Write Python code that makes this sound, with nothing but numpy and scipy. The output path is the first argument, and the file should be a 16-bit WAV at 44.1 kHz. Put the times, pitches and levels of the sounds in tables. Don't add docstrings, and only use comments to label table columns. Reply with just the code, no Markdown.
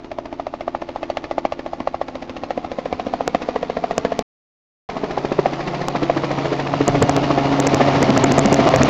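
import sys
import numpy as np
from scipy import signal
from scipy.fft import rfft, irfft, next_fast_len
from scipy.io import wavfile
from scipy.ndimage import uniform_filter1d, map_coordinates

SR = 44100
rng = np.random.default_rng(int(sys.argv[2]) if len(sys.argv) > 2 else 0)


def transcribe(signal):
    frames = np.atleast_2d(signal).T
    limited = np.clip(frames, -1, 1)
    pcm = np.round(limited * 32767).astype(np.int16)
    wavfile.write(sys.argv[1], SR, pcm)


def ratio_of_db(decibels):
    return 10 ** (np.asarray(decibels, float) / 20)


N = 392049
T = np.arange(N) / SR

# start_s, end_s
VIEWS = [
    (0, 4.2255),
    (4.8895, 8.89),
]
# frequency_hz, density_db
ROAR = [(90, -69.5), (160, -9.5), (300, -1), (430, -6), (680, -5), (1000, -10), (1500, -12), (2500, -71.5)]
TAIL_PER_BLADE = 5.99


def unit(x):
    return x / np.sqrt(np.mean(x ** 2) + 1e-20)


def curves(rows):
    s, *cols = np.transpose(rows)
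    return [np.interp(T, s, c) for c in cols]


def wobble(rate):
    return map_coordinates(rng.standard_normal(int(N * rate / SR) + 4), [T * rate])


def filtered(x, response):
    m = next_fast_len(N + 8192)
    return irfft(rfft(x, m) * response(np.fft.rfftfreq(m, 1 / SR)), m)[:N]


def bumps(table):
    return lambda hz: ratio_of_db(sum(db / (1 + (2 * (hz - c) / w) ** 2) for c, w, db in table))


def rush(points, patchy_db):
    z = signal.stft(rng.standard_normal(N + 512), nperseg=512)[2]
    field = uniform_filter1d(rng.standard_normal(z.shape), size=4, axis=0)
    field = uniform_filter1d(field, size=8, axis=1)
    x = signal.istft(z * ratio_of_db(patchy_db * unit(field)), nperseg=512)[1][:N]
    f, db = np.transpose(points)
    return unit(filtered(x, lambda hz: ratio_of_db(np.interp(np.log(hz + 1), np.log(f), db, -120, -120))))


def orders(turns, table, flutter_db):
    return sum(ratio_of_db(db + flutter_db * wobble(5.5)) * np.cos(2 * np.pi * k * turns) for k, db in table)


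def blade_turns():
    # first_passage_s, passages_per_s, drift_per_s2
    rotor_speed = [
        (.0485, 14.223, .0065),
        (4.8985, 14.176, -.069),
    ]
    first, rate, drift = np.transpose(rotor_speed)[:, (T > VIEWS[0][1]) * 1]
    return (T - first) * (rate + drift * (T - first) / 2)


def wash(turns, near_db):
    # frequency_hz, density_db
    rumble_colour = [(12, -36), (25, -9.5), (60, -11.5), (100, -1.5), (140, -4), (200, -7), (320, -18.5),
                     (500, -93.5)]
    # frequency_hz, density_db
    hiss_colour = [(700, -52.5), (1300, -0.5), (1600, 2), (2200, -1), (2900, -6), (4500, -9), (6500, -18),
                   (9000, -33)]
    # time_s, length_s, level_over_rumble_db
    gusts = [(2.93, 0.08, 9), (3.947, 0.16, 10), (5.903, 0.17, 3), (7.0, .13, 10), (7.998, 0.13, 4),
             (8.295, 0.13, 5), (7.6, 0.22, -4)]
    swish = (5 - 0.37 * near_db) * np.cos(2 * np.pi * (turns - .08))  # dB, shallower close by
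    chop = 2.0 * np.cos(2 * np.pi * TAIL_PER_BLADE * turns)
    drift = wobble(6)
    puffs_db = sum(db * np.exp(-((T - s) / long) ** 2) for s, long, db in gusts)

    rumble_db = -44 + 1.62 * near_db + puffs_db + 1.6 * swish + 1.8 * wobble(3.2)
    roar_db = -29 + near_db + 0.42 * swish + 0.46 * chop + 0.73 * drift
    hiss_db = -38 + 1.053 * near_db + 0.32 * swish + chop + 0.75 * drift
    rumble = ratio_of_db(rumble_db) * rush(rumble_colour, 2.0)
    roar = ratio_of_db(roar_db) * rush(ROAR, 0.72)
    hiss = ratio_of_db(hiss_db) * rush(hiss_colour, 0.95)
    return rumble + roar + hiss


def rotor_thump(turns, near_db):
    # order, level_db
    rotor_orders = [(1, -3), (2, 2.5), (3, -8.5), (4, -5), (5, -3), (6, -6.5), (7, -7.5), (8, -14), (9, -9)]
    return ratio_of_db(-48.5 + 0.12 * near_db) * orders(turns - .07, rotor_orders, flutter_db=0)


def tail_rotor(turns, near_db):
    # order, level_db
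    tail_orders = [(1, -6.5), (2, -1.5), (3, 0), (4, 2), (5, 0.5), (6, -10.5), (7, -14.5), (8, -9.5),
                   (10, -9.5)]
    return ratio_of_db(-39.5 + .45 * near_db) * orders(TAIL_PER_BLADE * turns, tail_orders, flutter_db=0)


def engine():
    # time_s, firing_hz, first_order_db, second_order_db
    firing = [(0, 142.3, -54.5, -53), (4.2, 142.3, -51.5, -49), (4.9, 142, -47, -49),
              (5.3, 141.2, -36, -46), (5.8, 140.6, -33.5, -47), (6.25, 140.4, -32, -41.5),
              (7.1, 138.9, -27, -27), (7.5, 138.2, -26.5, -25.5), (8.05, 138.1, -23, -25.5),
              (8.6, 138, -25.5, -22), (8.89, 137, -25, -26)]
    # order, level_re_second_db
    exhaust = [(3, -14), (4, -18), (5, -10), (6, -20), (6.5, -13.5), (.5, -19), (1.5, -21)]
    # frequency_hz, density_db
    whine = [(2550, -39.5), (2750, -5), (2860, 3.5), (2950, -7.5), (3150, -39)]
    hz, first_db, second_db = curves(firing)
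    turns = np.cumsum(hz * (1 + .001 * wobble(8))) / SR
    first = np.sqrt(2) * ratio_of_db(first_db) * orders(turns, [(1, 0)], flutter_db=0)
    upper = orders(turns + .1, [(2, 0.0027), *exhaust], flutter_db=2.0)
    gear_whine = ratio_of_db(second_db - 18) * rush(whine, 1.5)
    return first + np.sqrt(2) * ratio_of_db(second_db) * upper + gear_whine


def slap_rows(turns, near_db):
    # start_s, slap_db, vortex_train_hz, length_ms
    far_spells = [(0, -19.5, 472, 7), (.09, -18, 648, 8.6), (.37, -13.5, 713, 7.3), (.44, -16, 706, 6.4),
                  (.51, -12.5, 703, 6.8), (.72, -10.5, 754, 6.1), (.79, -18.5, 565, 10.2),
                  (.93, -13, 763, 6.2), (1.0, -8, 650, 5.04), (1.21, -13, 650, 5), (1.35, -6, 667, 5.55),
                  (1.56, -13.5, 468, 7.3), (1.63, -13, 667, 7.7), (1.85, -9, 664, 6.05),
                  (2.06, -16, 638, 8.2), (2.19, -22, 416, 12), (2.27, -13, 544, 4.4),
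                  (2.34, -10, 639, 4.05), (2.55, -16, 649, 8.7), (2.69, -10.5, 554, 7),
                  (2.9, -10, 556, 4.9), (2.97, -6.5, 650, 5.4), (3.04, -8.5, 612, 7.5),
                  (3.32, -2, 594, 5.5), (3.39, -2.5, 525, 4.6), (3.46, -7.5, 557, 6.2),
                  (3.6, -8.5, 566, 7.2), (3.81, -6, 650, 5.5), (4.02, -5, 570, 6.3), (4.16, -4.5, 623, 5.6)]
    # start_s, slap_db, vortex_train_hz, length_ms
    near_spells = [(4.86, -16.5, 574, 12), (5.0, -14, 487, 12.1), (5.22, -6.5, 382.4, 10),
                   (5.5, -20.5, 443, 16), (5.78, -6, 445, 6.3), (5.85, -8, 600, 6.8), (5.92, -9, 396.5, 18),
                   (6.07, -3.5, 564, 6.56), (6.14, -9.5, 337, 16), (6.21, -15, 545.5, 16.6),
                   (6.42, -16.5, 457, 18.6), (6.71, -6, 620, 7.6), (6.78, -3, 380, 7.3),
                   (6.85, -10.5, 409, 19.8), (6.99, -5.5, 537, 12.7), (7.13, -8, 357.6, 16.8),
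                   (7.42, -14, 424, 16.5), (7.57, -8.5, 537, 6.8), (7.71, -5, 317, 8),
                   (7.78, -7.5, 458, 21), (7.92, -9.5, 355, 31), (8.14, -3.5, 336, 13),
                   (8.21, -7, 316, 13.7), (8.35, -2, 264, 12.6), (8.5, -8, 294, 19), (8.64, -7, 601, 23.4),
                   (8.71, 0, 520, 7.1), (8.78, -5, 295, 13), (8.85, -16, 355, 19)]
    # time_s, change_db
    accents = [(.05, -2.5), (.4, -4), (.54, -9), (1.17, 9), (1.66, -1), (1.87, 0.5), (1.94, -9), (2.01, -2),
               (2.93, 2.5), (3.21, -7), (3.35, 2.5), (4.05, 2), (4.19, -10), (5.39, -1), (5.68, 4),
               (5.88, -17), (6.1, -15), (6.6, 2), (6.88, 1), (7.03, 7), (7.67, -7), (7.81, 2.5), (7.16, 1),
               (8.09, -26)]
    at = np.flatnonzero((np.diff(np.floor(turns)) == 1) & (turns[1:] >= 0))
    at = at[sum((T[at] > start) & (T[at] < end) for start, end in VIEWS) > 0]
    spells = np.array([*far_spells, *near_spells])
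    spell = np.clip(np.searchsorted(spells[:, 0], T[at]) - 1, 0, None)
    db, hz, ms = spells[spell, 1:].T

    luck = rng.standard_normal((len(at), 4)).T
    db = db + 1.06 * luck[0]
    hz = hz * (1 + .04 * luck[1])
    ms = ms * (1 + .1 * luck[2])
    crack_db = -22 + 0.23 * db + 0.28 * near_db[at] - 0.4 * luck[3]
    crack_db = crack_db + sum(extra_db * (np.abs(T[at] - s) < .03) for s, extra_db in accents)
    return np.transpose([T[at] - ms / 2000, db, hz, ms, crack_db - db])


def slaps(rows):
    # frequency_hz, density_db
    crack_colour = [(500, -50), (1200, -15.5), (1600, 2), (2200, -4.5), (3200, -13), (5000, -17.5),
                    (7000, -28), (9000, -45)]
    # centre_hz, width_hz, peak_db
    blade_colour = [(834, 160, 3), (914, 80, -7.5), (1127, 260, 1.5)]
    lead_ms, lag_ms = 2.22, 5.5
    train, fronts, crack, burst, echo = np.zeros((5, N + SR))
    t = np.arange(2600) / SR
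    luck = rng.standard_normal((len(rows), 24))
    for (s, db, hz, ms, crack_db), knots in zip(rows, luck):
        life = max(ms - 2.2, 2.3) / 1000
        abeam = s > VIEWS[1][0]
        smear = np.clip((ms - 5.2) / 7 + 0.22 * abeam, .05, 1.1)
        jitter = np.interp(t * hz * 1.1, np.arange(24), knots - knots[0])
        cycles = hz * t - .5 + 0.27 * smear * jitter

        wave = -np.sin(2 * np.pi * cycles)
        wave -= 0.29 * np.sin(2 * np.pi * 1.76 * cycles + .5)
        wave -= 0.032 * np.sin(6 * np.pi * cycles + 0.54)
        thud = .35 * np.interp(s, [1.7, 3.4], [0, 1]) * (not abeam)
        wave -= thud * np.sin(np.pi * cycles)

        lumps = ratio_of_db((5.5 + 1.0 * smear) * np.interp(t * hz * 1.3, np.arange(24), knots[::-1]))
        rise = 0.4686 * smear * life + 0.44 / hz
        decay = np.exp(-(np.maximum(t - 0.68 * rise, 0) / (0.98 * life)) ** 3)
        swell = (1 - np.exp(-(t / rise) ** 3)) * decay
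        first = round((s + 0.00035 - abeam * lead_ms / 1000 - 0.528 * rise) * SR)
        at = slice(first, first + len(t))
        late = slice(first + round(abeam * lag_ms * SR / 1000), None)

        train[at] += ratio_of_db(db - 1.5 - 1.8 * smear) * wave * swell * lumps
        front_luck = knots[np.clip(cycles + 1, 0, 23).astype(int)]
        shock = np.exp(-(cycles % 1) / 0.048) * ratio_of_db(3.74 * front_luck - 5.3 * cycles)
        fronts[late][:len(t)] -= ratio_of_db(db + crack_db + 21.0 - 3.5 * abeam) * shock * swell
        burst[at] += ratio_of_db(db - 7.0) * smear ** 0.71 * swell
        crack[late][:len(t)] += ratio_of_db(db + crack_db - 4.0) * swell * (.5 + 1.0 * smear)
        echo[at] += ratio_of_db(db) * (1 - np.exp(-t / life)) ** 2 * np.exp(-t / 0.0062)

    scatter = ratio_of_db(-13) * rush(ROAR, 1.5) + ratio_of_db(-11.5) * rush(crack_colour, 3.6)
    train = filtered(train[:N], lambda hz: 1 / np.sqrt(1 + (170 / (hz + 1)) ** 4))
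    fronts = filtered(fronts[:N], lambda hz: 1 / np.sqrt(1 + (900 / (hz + 1)) ** 4)
                      / np.sqrt(1 + (hz / 4200) ** 6))
    noisy = burst[:N] * rush(ROAR, 2.2) + crack[:N] * rush(crack_colour, 0.97)
    return filtered(train + fronts, bumps(blade_colour)) + noisy + echo[:N] * scatter


def off_ground(x):
    # time_s, delay_ms, strength_0_to_1
    ground = [(0, 3.2, .62), (2, 3.55, .62), (4.2, 4.45, .65), (4.9, 4.6, .5), (6.8, 6.9, .4),
              (8.89, 7.8, .3)]
    ms, strength = curves(ground)
    dull = filtered(x, lambda hz: 1 / (1 + (hz / 850) ** 2))
    return (x + strength * np.interp(T - ms / 1000, T, dull)) / np.sqrt(1 + strength ** 2)


def overloaded(x):
    # time_s, length_ms, spill_db
    overloads = [(3.278, .15, -26), (3.9806, .28, -27), (4.1918, .15, -25), (5.8845, .11, -25),
                 (6.8799, .56, -24), (7.0256, .51, -24.5), (7.0952, .28, -29.5), (7.1653, .17, -24.5),
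                 (7.6014, .42, -24), (7.6694, .28, -31), (7.6736, .28, -30), (7.7456, .3, -24),
                 (8.0284, .28, -24), (8.1771, .3, -25), (8.2412, .84, -63), (8.321, .28, -25.5),
                 (8.3832, .26, -25), (8.3925, .7, -33), (8.459, .3, -38), (8.5282, .28, -27),
                 (8.5432, .45, -27), (8.6901, .15, -33), (8.7612, .28, -22), (8.8332, .6, -31)]
    # time_s, length_ms, spill_db
    wide_dropouts = [(8.1048, .24, -35), (8.2444, .54, -30)]
    floor, crest, toggle_ms, recovery_ms = 0.79, 0.8, .14, 6
    dropouts = [(*row, True) for row in overloads] + [(*row, False) for row in wide_dropouts]

    after = np.zeros(N)
    for s, *_ in dropouts:
        after[round(s * SR):][:900] += np.exp(-(T[:900] * 1000 / recovery_ms - 1.4) ** 4)
    treble = filtered(x, lambda hz: 1 / (1 + (1300 / (hz + 1)) ** 4))
    x = x - np.clip(0.52 * after, 0, .8) * treble

    spill = np.zeros(N)
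    since = (np.arange(400) - 160) / SR * 1000
    for s, span, spill_db, toggles in dropouts:
        at = slice(round(s * SR) - 160, round(s * SR) + 240)
        beat = span / max(round(span / toggle_ms), 1) if toggles else span
        hold = np.clip(np.minimum(since + 0.32, span + 0.27 - since) / 0.32, 0, 1)
        shoulders = np.exp(-(since + 0.53) ** 2 / 0.25) + np.exp(-(since - span - .9) ** 2 / 0.62)
        toggled = -floor * np.cos(np.pi * np.clip(since, 0, span) / beat) ** 2
        trough = hold * (toggled - x[at])
        x[at] = np.clip(x[at] + trough - shoulders * trough.sum() / shoulders.sum(), -floor, crest)
        spill[round((s + span / 2000) * SR)] = ratio_of_db(spill_db + 8)
    band = filtered(x, lambda hz: 1 / np.sqrt(1 + (hz / 7800) ** 60))
    above = filtered(spill, lambda hz: 1 / (1 + (8000 / (hz + 1)) ** 30) / (1 + (hz / 16100) ** 60))
    return band + above


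def booms():
    # time_s, pitch_hz, level_db
    folds = [
        (7.03, 235, -18),
        (8.099, 210, -12.5),
        (8.46, 203, -12),
        (8.6, 218, -11),
    ]
    return sum(ratio_of_db(db) * np.exp(-((T - s) / 0.015) ** 2) * np.sin(2 * np.pi * hz * (T - s))
               for s, hz, db in folds)


def scene():
    # time_s, nearness_re_mid_descent_db
    nearness = [(0, -12.5), (.5, -11), (1.3, -8), (1.8, -9), (2.7, -6), (3.4, -3.5), (4.2, -2.5),
                (4.9, -1.1), (5.8, 1.9), (6.2, 3), (6.6, 3.5), (7.2, 6), (7.5, 7.5), (8, 9), (8.89, 11.5)]
    turns = blade_turns()
    near_db, = curves(nearness)
    overhead = wash(turns, near_db) + tail_rotor(turns, near_db) + slaps(slap_rows(turns, near_db))
    return (off_ground(overhead) + rotor_thump(turns, near_db) + engine() + booms())[None]


def top_cut(x):
    return signal.sosfilt(signal.butter(12, 16810, fs=SR, output="sos"), x)


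def record(dry):
    # centre_hz, width_hz, peak_db
    housing = [(702, 130, 3.5), (1078, 150, 1.5), (1529, 360, -7.5)]
    x = filtered(dry[0], bumps(housing))
    x = x / (1 + np.abs(x / .72) ** 6) ** (1 / 6)
    running = sum((T >= start) & (T < end) for start, end in VIEWS)
    x = filtered(x * running, lambda hz: 1 / np.sqrt(1 + (hz / 7400) ** 24))
    gate = uniform_filter1d(running * 1., size=89) > 0
    return top_cut((overloaded(x) * gate)[None])


dry = scene()
out = record(dry)
transcribe(out)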